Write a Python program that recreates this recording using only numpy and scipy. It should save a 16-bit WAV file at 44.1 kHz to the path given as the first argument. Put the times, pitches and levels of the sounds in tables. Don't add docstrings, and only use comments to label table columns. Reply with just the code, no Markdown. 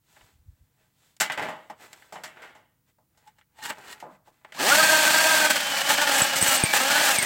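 import sys
import numpy as np
from scipy import signal
from scipy.fft import rfft, irfft, next_fast_len
from scipy.io import wavfile
from scipy.ndimage import uniform_filter1d

SR = 44100
rng = np.random.default_rng(int(sys.argv[2]) if len(sys.argv) > 2 else 0)


def wav_record(signal):
    frames = np.transpose(np.atleast_2d(signal))
    bounded = np.clip(frames, -1, 1)
    quanta = np.round(bounded * 32767).astype(np.int16)
    wavfile.write(sys.argv[1], SR, quanta)


N = 319725
TIME = np.arange(N) / SR


def from_db(db):
    return 10 ** (np.asarray(db) / 20)


def rms_one(x):
    return x / np.sqrt(np.mean(x ** 2) + 1e-20)


def decay(t, t60_s):
    return np.exp(-np.log(1000) * t / t60_s)


def swell(middle_s, width_s):
    return np.exp(-(2 * (TIME - middle_s) / width_s) ** 2)


def drift(rate_hz):
    hz = np.arange(N // 2 + 1) * SR / N
    return rms_one(irfft(rfft(rng.standard_normal(N)) / (1 + (hz / rate_hz) ** 4), N))


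def coloured(spectrum, grain_db=0):
    size = next_fast_len(N)
    grain = from_db(grain_db * np.minimum(rng.exponential(1, size), 6))
    snaps = rng.standard_normal(size) * grain
    hz, db = np.transpose(spectrum)
    bins_hz = np.arange(size // 2 + 1) * SR / size
    gain = from_db(np.interp(np.log(bins_hz + 1), np.log(hz), db))
    return rms_one(irfft(rfft(snaps) * gain, size)[:N])


def dense_modes(spectrum, ripple_db, spacing_hz):
    broad_hz, broad_db = np.transpose(spectrum)
    hz = np.arange(broad_hz[0], SR / 2, spacing_hz)
    broad = np.interp(np.log(hz), np.log(broad_hz), broad_db)
    ripple = np.clip(rng.standard_normal(4000), -1.7, 1.7)[:len(hz)]
    return np.column_stack([hz, broad + ripple_db * ripple * np.minimum(hz / 2000, 1)])


def resonate(x, resonances):
    out = 0
    for k, (hz, width_hz, db) in enumerate(resonances):
        r = np.exp(-np.pi * width_hz / SR)
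        top = (-1) ** k * from_db(db) * (1 - r * r) / 2
        poles = [1, -2 * r * np.cos(2 * np.pi * hz / SR), r * r]
        out = out + signal.lfilter([top, 0, -top], poles, x + 1e-18)
    return out


def small_sheet(x, edge_hz=120):
    return signal.sosfilt(signal.butter(2, edge_hz, "high", fs=SR, output="sos"), x)


def evened(x):
    power = np.abs(uniform_filter1d(x * x, size=3000))
    return x / np.sqrt(power + 1e-4 * np.mean(x * x))


def add(out, s, sound):
    at = int(s * SR)
    out[at:at + len(sound)] += sound[:N - at]


# [f/Hz, relative level/dB per Hz]
AIR = [(15, -56.5), (25, -16.5), (129, -3.5), (198, -11.5), (331, -16.5), (389, -31), (495, -18),
       (582, -36), (970, -27.5), (1110, -28.5), (3090, -33.5), (12800, -30.5), (15500, -23.5)]
WIND = [(20, -26), (45, -2), (75, 6), (130, -10), (220, -36), (600, -60)]
# [middle t/s, level/dB]
PUFFS = [(.243, -53.5), (.356, -58), (.41, -55), (.487, -44.5), (.53, -57), (.625, -54)]
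AIR_DB, PUFF_S = -70, 0.042


def garden():
    gust = sum(from_db(db) * swell(s, PUFF_S) for s, db in PUFFS)
    return from_db(AIR_DB) * coloured(AIR) + gust * coloured(WIND)


# [f/Hz, relative level/dB, free t60/s]
LID_LOW = [(628, -2.5, 0.44), (724, -2, .25), (792, -6, .2), (858, 1.5, 0.28), (973, -6, 0.25),
           (1140, -11.5, .25)]
LID_UPPER = [(1360, -9, .25), (1555, -0.5, 0.2), (1730, -6, .3), (1880, -4, 0.36), (2000, -4.5, 0.22),
             (2090, -4, .3), (2286, -11, 0.6), (2390, -7, 0.26), (2595, -7, 0.17), (2940, -11.5, 0.48),
             (3360, -13, .25), (3550, -11, .25)]
# [f/Hz, relative level/dB per Hz]
RUB = [(100, -12.5), (400, 0.5), (750, -3), (1200, -0.5), (2200, -3.5), (3500, -14), (8000, -32.5)]
HISS = [(1500, -3.5), (3500, 1.5), (6000, -3.5), (7900, 1.5), (9500, -8), (16000, -7)]
# [middle t/s, 1/e width/s, rub/dB, hiss/dB], before the shares and trim below
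STROKES = [(.14, 0.15, -68, -62), (0.234, 0.22, -63.5, -62.5), (.58, 0.73, -80, -79),
           (0.827, 0.13, -68, -71.5), (1.057, 0.2, -72, -64.5), (1.428, 0.11, -30, -58),
           (1.59, 0.3, -67, -67), (1.837, 0.081, -45.5, -51.5), (1.97, 0.29, -57.5, -59),
           (2.26, 0.34, -55.5, -66), (2.438, 0.17, -48, -65.5), (2.892, 0.05, -68.5, -69.5),
           (3.238, 0.19, -68.5, -71.5), (3.845, 0.35, -47.5, -59.5), (3.991, 0.091, -62, -68),
           (4.133, 0.071, -58, -67), (4.28, 0.048, -61, -63), (4.373, 0.19, -69, -73),
           (4.496, 0.095, -59, -71)]


def sliding(dry_share=0.59, ring_share=0.51, hiss_trim_db=-1.5):
    rub_power, hiss_power = np.zeros((2, N))
    for s, width_s, rub_db, hiss_db in STROKES:
        stroke = swell(s, width_s)
        rub_power += (from_db(rub_db) * stroke) ** 2
        hiss_power += (from_db(hiss_db) * stroke) ** 2
    friction = coloured(RUB, grain_db=5.0)
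    modes = [(hz, 2.9 / t60, db) for hz, db, t60 in LID_LOW + LID_UPPER]
    ringing = rms_one(resonate(friction, modes))
    bright = coloured(dense_modes(HISS, ripple_db=2.0, spacing_hz=47.2), grain_db=3.0)
    rub = np.sqrt(rub_power) * (dry_share * friction + ring_share * ringing)
    return rub + np.sqrt(hiss_power) * from_db(hiss_trim_db) * bright


# [f/Hz, relative level/dB per Hz]
RING_LOW = [(50, -45.5), (160, -2.5), (400, -7), (620, 0), (850, 2), (1100, -3.5), (1700, -12.5),
            (4000, -48.5)]
RING_MID = [(600, -27.5), (1400, -1.5), (2200, -3.5), (3100, -7), (4300, -20), (9000, -37.5)]
RING_HIGH = [(1500, -26.5), (3500, -1.5), (6000, -4.5), (7900, -0.5), (9300, -10.5), (16000, -16)]
# [t/s, low ring/dB, mid ring/dB, treble/dB, low and mid t60/s], levels before the trims below
KNOCKS = [(0.166, -57, -55, -71, 0.13), (0.21, -54, -49, -66, 0.056), (1.166, -71, -56, -48, 0.047),
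          (1.201, -41, -25.5, -21, 0.16), (1.208, -28.5, -19.5, -18, 0.26), (1.299, -31.5, -25, -44, 0.2),
          (1.32, -47, -29.5, -34, 0.2), (1.375, -30, -29.5, -41.5, 0.27), (1.395, -30, -31, -42, 0.11),
          (1.422, -34, -35, -43.5, 0.52), (1.485, -34, -37, -47.5, 0.41), (1.699, -36.5, -43.5, -48, 0.16),
          (1.93, -55, -43.5, -37.5, 0.073), (2.022, -63, -49, -70, 0.09), (2.124, -41, -46.5, -45, 0.42),
          (2.157, -38.5, -40.5, -63, 0.18), (2.236, -43, -36.5, -36, 0.3), (2.37, -51.5, -49, -74, 0.28),
          (2.42, -51.5, -44, -54.5, 0.56), (2.551, -54, -56.5, -60.5, 0.42), (2.985, -64, -81.5, -79, 0.21),
          (3.174, -67, -69.5, -59.5, 0.24), (3.274, -64, -57, -57, 0.17), (3.385, -64, -58, -63, 0.093),
          (3.412, -67, -53.5, -73, 0.071), (3.588, -58, -54, -61, 0.18), (3.703, -30, -28, -54, 0.098),
          (3.783, -49.5, -54, -50, 0.11), (4.001, -63.5, -48, -46.5, 0.19), (4.026, -39.5, -75, -64, 0.39),
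          (4.07, -62, -79, -82, 0.16), (4.275, -54, -82, -81, 0.18), (4.448, -43.5, -42, -56, 0.053),
          (4.522, -49, -39.5, -46, 0.08)]


def knocks(low_trim_db=-1.5, mid_trim_db=-4, high_trim_db=-2.0,
           low_modes_trim_db=-4, upper_modes_trim_db=-5, high_life=0.53):
    out, t = np.zeros(N), np.arange(int(.6 * SR)) / SR
    low_power, mid_power, high_power = np.zeros((3, N))
    for s, low_db, mid_db, high_db, t60 in KNOCKS:
        fade = decay(t, t60)
        add(low_power, s, (from_db(low_db + low_trim_db) * fade) ** 2)
        add(mid_power, s, (from_db(mid_db + mid_trim_db) * fade) ** 2)
        add(high_power, s, (from_db(high_db + high_trim_db) * fade ** (1 / high_life)) ** 2)
        freedom = np.clip(t60 / 0.45, .05, 1)
        mode_groups = (LID_LOW, low_db + low_modes_trim_db), (LID_UPPER, mid_db + upper_modes_trim_db)
        for modes, level_db in mode_groups:
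            for hz, db, free_t60 in modes:
                ring = decay(t, free_t60 * freedom) * np.sin(2 * np.pi * hz * t)
                gain = from_db(level_db + db + rng.normal(0, 0.68))
                add(out, s, rng.choice([-1, 1]) * gain * ring)
    for power, spectrum in (low_power, RING_LOW), (mid_power, RING_MID), (high_power, RING_HIGH):
        out += np.sqrt(power) * coloured(dense_modes(spectrum, ripple_db=5.0, spacing_hz=35.0))
    return out


# [f/Hz, width/Hz, relative level/dB]
TIP = [(230, 370, -12), (996, 730, -2.5), (1660, 180, 5.5), (1830, 69, 6), (2350, 870, -1),
       (4550, 700, -5.5), (7450, 1300, -6.5)]
# [peak t/s, rise/s, skid/dB, ring of the sheet/dB], levels before the trims below
SKIDS = [(3.285, 0.023, -63.5, -54.5), (3.39, 0.013, -60, -62), (3.598, 0.015, -55.5, -46),
         (3.657, 0.02, -32, -38.5), (3.704, 0.028, -32, -34.5), (3.923, 0.046, -37.5, -53)]
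SKID_RELEASE_S = .013


def scratch(body_trim_db=-3, hiss_trim_db=-7, ring_trim_db=-1, ring_hz=850, ring_width_hz=25):
    level, ring = np.zeros((2, N))
    for s, rise_s, skid_db, ring_db in SKIDS:
        shape = np.exp(-np.maximum((s - TIME) / rise_s, (TIME - s) / SKID_RELEASE_S))
        level += from_db(skid_db) * shape
        ring += from_db(ring_db) * shape
    slip_spectrum = [(100, 8.0), (800, 0.0), (16000, -4.5)]  # f/Hz, relative level/dB per Hz
    slips = coloured(dense_modes(slip_spectrum, ripple_db=7.5, spacing_hz=40.6), grain_db=5.0)
    bright = coloured(dense_modes(HISS, ripple_db=0.5, spacing_hz=47.4), grain_db=4.0)
    body = from_db(body_trim_db) * rms_one(resonate(slips, TIP))
    skid = level * from_db(2.2 * drift(55)) * (body + from_db(hiss_trim_db) * bright)
    singing = rms_one(resonate(slips, [(ring_hz, ring_width_hz, 0)]))
    return skid + ring * from_db(ring_trim_db) * singing


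# [t/s, level/dB] before the relative level of each low mode
BUCKLE = (4.026, -47.5)


def buckle(start=1.2, end=0.18, slacken_s=0.041, t60_s=0.39):
    out, t = np.zeros(N), np.arange(int(.4 * SR)) / SR
    s, level_db = BUCKLE
    stretch = np.cumsum(end + (start - end) * np.exp(-t / slacken_s)) / SR
    envelope = np.minimum(t / .002, 1) * decay(t, t60_s)
    for hz, db, _ in LID_LOW:
        tone = np.sin(2 * np.pi * (hz * stretch + rng.random()))
        add(out, s, from_db(level_db + db) * envelope * tone)
    return out


# [t/s, length before release/s, sheet chatter/dB, chip hiss/dB,
# share of clear tone/0-1], levels at onset, before the trims, feed and pressure in saw()
DIGS = [(4.586, .885, -18.5, -30.5, 0.86), (5.493, 0.016, -21, -30, 0.78), (5.55, 0.014, -25.5, -37.5, 1),
        (5.884, 0.05, -22, -32.5, 0.42), (5.971, 0.023, -22.5, -44, .5), (6.008, .032, -22, -39.5, 0.9),
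        (6.065, 0.035, -24.5, -39, 0.5), (6.108, 0.077, -26.5, -34, 0.35), (6.175, 0.034, -24, -33.5, .3),
        (6.219, 0.029, -26, -34, 0.5), (6.352, 0.039, -38, -35.5, 0), (6.403, 0.058, -34.5, -32.5, 0.03),
        (6.453, 0.11, -29, -30.5, 0.75), (6.59, 0.017, -32, -39, 0.6), (6.727, 0.051, -26, -31, 0.19),
        (6.796, 0.041, -22.5, -34.5, 0.88), (6.848, 0.034, -24.5, -38, 0.64),
        (6.897, 0.21, -22.5, -37, 0.61), (7.039, .05, -28.5, -31.5, 0.45), (7.095, .07, -32, -34, 0.64),
        (7.217, 0.017, -44, -37, 0)]
DIG_ATTACK_S, DIG_RELEASE_S, DIG_EASE_DB_PER_S = 0.01, .012, 5.5
SKATE_CHATTER_DB, SKATE_CHIPS_DB, SKATE_RASP_DB, SKATE_TONE = -32, -44.5, -27.5, 0.52


def digging():
    chatter, chips = from_db(SKATE_CHATTER_DB) ** 2, from_db(SKATE_CHIPS_DB) ** 2
    tone = SKATE_TONE * chatter
    for s, length_s, chatter_db, chips_db, share in DIGS:
        t = np.maximum(TIME - s, 0)
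        release = np.exp(-np.maximum(t - length_s, 0) / DIG_RELEASE_S)
        depth = np.minimum(t / DIG_ATTACK_S, 1) * from_db(-DIG_EASE_DB_PER_S * t) * release
        power = (from_db(chatter_db) * depth) ** 2
        chatter = chatter + power
        tone = tone + share * power
        chips = chips + (from_db(chips_db) * depth) ** 2
    return 10 * np.log10(chatter), 10 * np.log10(chips), np.clip(tone / chatter, 0, .95)


TEETH = 16


def tooth_blows(passed, scatter_ms, uneven_db=1.5, chance_db=3.5, set_ms=0.066):
    tooth = np.arange(1, int(passed[-1]))
    s = np.interp(tooth, passed, TIME)
    height, offset = rng.standard_normal((2, TEETH))[:, tooth % TEETH]
    force, slip = rng.standard_normal((len(tooth), 2)).T
    s = s + (set_ms * offset + np.interp(s, TIME, scatter_ms) * slip) / 10 ** 3
    at = np.clip(np.round(s * SR).astype(int), 0, N - 1)
    return np.bincount(at, from_db(uneven_db * height + chance_db * force), N)


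# [multiple of the tooth rate, relative level/dB at full speed]
TOOTH_TONES = [(1, -24), (2, -8), (3, -4), (4, -6), (5, 1), (6, -30), (8, -8.5), (14, -8.5), (15, -17)]


def tooth_tones(passed, speed, waver_db=4.0, smear=0.49, swing=0.57, slow_loss_db=6, slow_smear=0.52):
    turn, out = 2 * np.pi * passed / TEETH, 0
    slowness = 1 - speed / speed.max()
    for order, db in TOOTH_TONES:
        level_db = db - slow_loss_db * slowness * (order - 2) + waver_db * drift(34)
        skid = smear * drift(33) + slow_smear * slowness * np.log(order) * drift(110)
        phase = order * 2 * np.pi * passed + skid + swing * np.sin(turn + order)
        out = out + from_db(level_db) * np.sin(phase)
    return out


# [t/s, tooth rate/Hz]
SPEED = [(4.54, 60), (4.63, 155), (4.72, 286), (4.81, 318), (5.04, 308), (5.18, 318), (5.32, 317),
         (5.45, 309), (5.81, 274), (6.0, 295), (6.14, 278), (6.54, 271), (6.615, 259), (6.635, 222),
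         (6.72, 213), (6.8, 257), (6.93, 292), (7.07, 298), (7.18, 214), (7.25, 183)]
# [f/Hz, width/Hz, relative level/dB]
PRESSED = [(182, 27, -20.5), (303, 200, -10), (529, 51, 1), (827.5, 72, 6.5), (1265, 49, 1.5),
           (1604, 116, 5.5), (1793, 130, 3), (2660, 68, -4), (3180, 820, -5)]
# [f/Hz, relative level/dB per Hz]
RASP = [(40, -54), (160, -7), (300, -2.5), (430, -14.5), (600, 1.5), (1050, -3.5), (1900, 2.5),
        (3200, -1.5), (3900, -2), (4500, -1), (6700, -6.5), (8200, -4.5), (9300, -14), (16000, -15)]
CHIPS = [(3000, -34), (6000, 1.5), (8300, 11.5), (9300, 1), (13000, 1.5), (16000, -3)]
RASP_PER_CHATTER, RASP_PER_CHIPS = 0.22, 0.25
ROUGH_SCATTER_MS = 0.59
START_S, FEED_S, FEED_DB, CHIPS_FEED_DB = 4.53, 0.051, 26.5, 63
RASP_FEED_DB = 4
WHINE_PER_TOOTH = 32 / 3
WHINE_DB, WHINE_STALL_DB = -35, 21
WHINE_RECEDES = 0.18


def saw(tones_trim_db=-1.5, chips_trim_db=5.5, wobble_db=0.5, grab_db=1.5, flutter=0.00657, tooth_gate_db=0.5):
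    speed = np.interp(TIME, *np.transpose(SPEED))
    chatter_db, chips_db, share = digging()
    chatter_gain_db = chatter_db - SKATE_CHATTER_DB
    rasp_db = SKATE_RASP_DB + RASP_PER_CHATTER * chatter_gain_db + RASP_PER_CHIPS * (chips_db - SKATE_CHIPS_DB)
    sag = 1 - speed / np.maximum.accumulate(speed)
    whine_db = WHINE_DB + WHINE_STALL_DB * sag - WHINE_RECEDES * chatter_gain_db
    gap = np.exp(-np.maximum(TIME - START_S, 0) / FEED_S)
    passed = np.cumsum(speed * (1 + flutter * drift(34.2))) / SR

    wobble = wobble_db * np.sin(2 * np.pi * passed / TEETH)
    pressure = from_db(wobble + grab_db * (1.5 - share) * drift(37))
    blows = tooth_blows(passed, ROUGH_SCATTER_MS * (1 - share))
    struck = evened(small_sheet(resonate(blows, PRESSED)))
    sheet = struck * from_db(chatter_db) * np.sqrt(1 - share ** 2)
    tones = tooth_tones(passed, speed) * share * from_db(chatter_db + tones_trim_db)

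    spurts = rms_one(from_db(tooth_gate_db * np.cos(2 * np.pi * passed) + 1.21 * drift(44)))
    tearing = coloured(dense_modes(RASP, ripple_db=2.5, spacing_hz=29.82), grain_db=2.5)
    tearing = tearing * from_db(rasp_db - RASP_FEED_DB * gap)
    hiss = coloured(dense_modes(CHIPS, ripple_db=4.0, spacing_hz=40.3))
    hiss = hiss * from_db(chips_db + chips_trim_db - CHIPS_FEED_DB * gap)

    motor_phase = 2 * np.pi * passed * WHINE_PER_TOOTH + 0.59 * drift(86.0)
    motor = from_db(whine_db + 2.9 * drift(53.0)) * np.sin(motor_phase)
    fed = from_db(-FEED_DB * gap) * (pressure * (sheet + tones) + spurts * tearing + motor)
    return (fed + spurts * hiss) * (TIME >= START_S)


# [t/s, level/dB, f/Hz before glide, low thump/dB before trim]
SQUEALS = [(6.1609, -20.5, 7790, -48), (6.217, -10, 7750, -29.5), (6.4125, -15, 7905, -35),
           (6.4237, -11.5, 8350, -29), (6.4824, -16.5, 7830, -39), (6.545, -18, 7650, -49),
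           (6.576, -19.5, 8240, -55), (6.635, -12, 8540, -20), (7.1835, -14, 8500, -33.5),
           (7.225, -17.5, 8670, -41)]


def squeals(rise_s=0.00313, tail_s=0.011, tail=0.75, glide=0.022, thump_trim_db=14, thump_hz=125, thump_s=0.0028):
    out, t = np.zeros(N), np.arange(int(.08 * SR)) / SR
    burst = np.exp(-((t - rise_s) / (0.32 * rise_s)) ** 2)
    envelope = burst + tail * np.minimum(t / rise_s, 1) * np.exp(-t / tail_s)
    pitch = 1 + glide * (np.exp(-t / tail_s) - .5)
    thump = np.minimum(t / 0.00079, 1) * np.exp(-t / thump_s) * np.cos(2 * np.pi * thump_hz * t)
    for s, db, hz, thump_db in SQUEALS:
        turns = np.cumsum(hz * pitch) / SR
        add(out, s, from_db(db) * envelope * np.sin(2 * np.pi * turns))
        add(out, s + rise_s, -from_db(thump_db + thump_trim_db) * thump)
    return out


def scene():
    lid = small_sheet(sliding() + knocks() + scratch() + buckle(), edge_hz=57)
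    return np.tile(garden() + lid + saw() + squeals(), (2, 1))


CUTOFF_HZ = 15900


def record(dry):
    return signal.sosfilt(signal.ellip(12, .2, 80, CUTOFF_HZ, fs=SR, output="sos"), dry)


dry = scene()
out = record(dry)
wav_record(out)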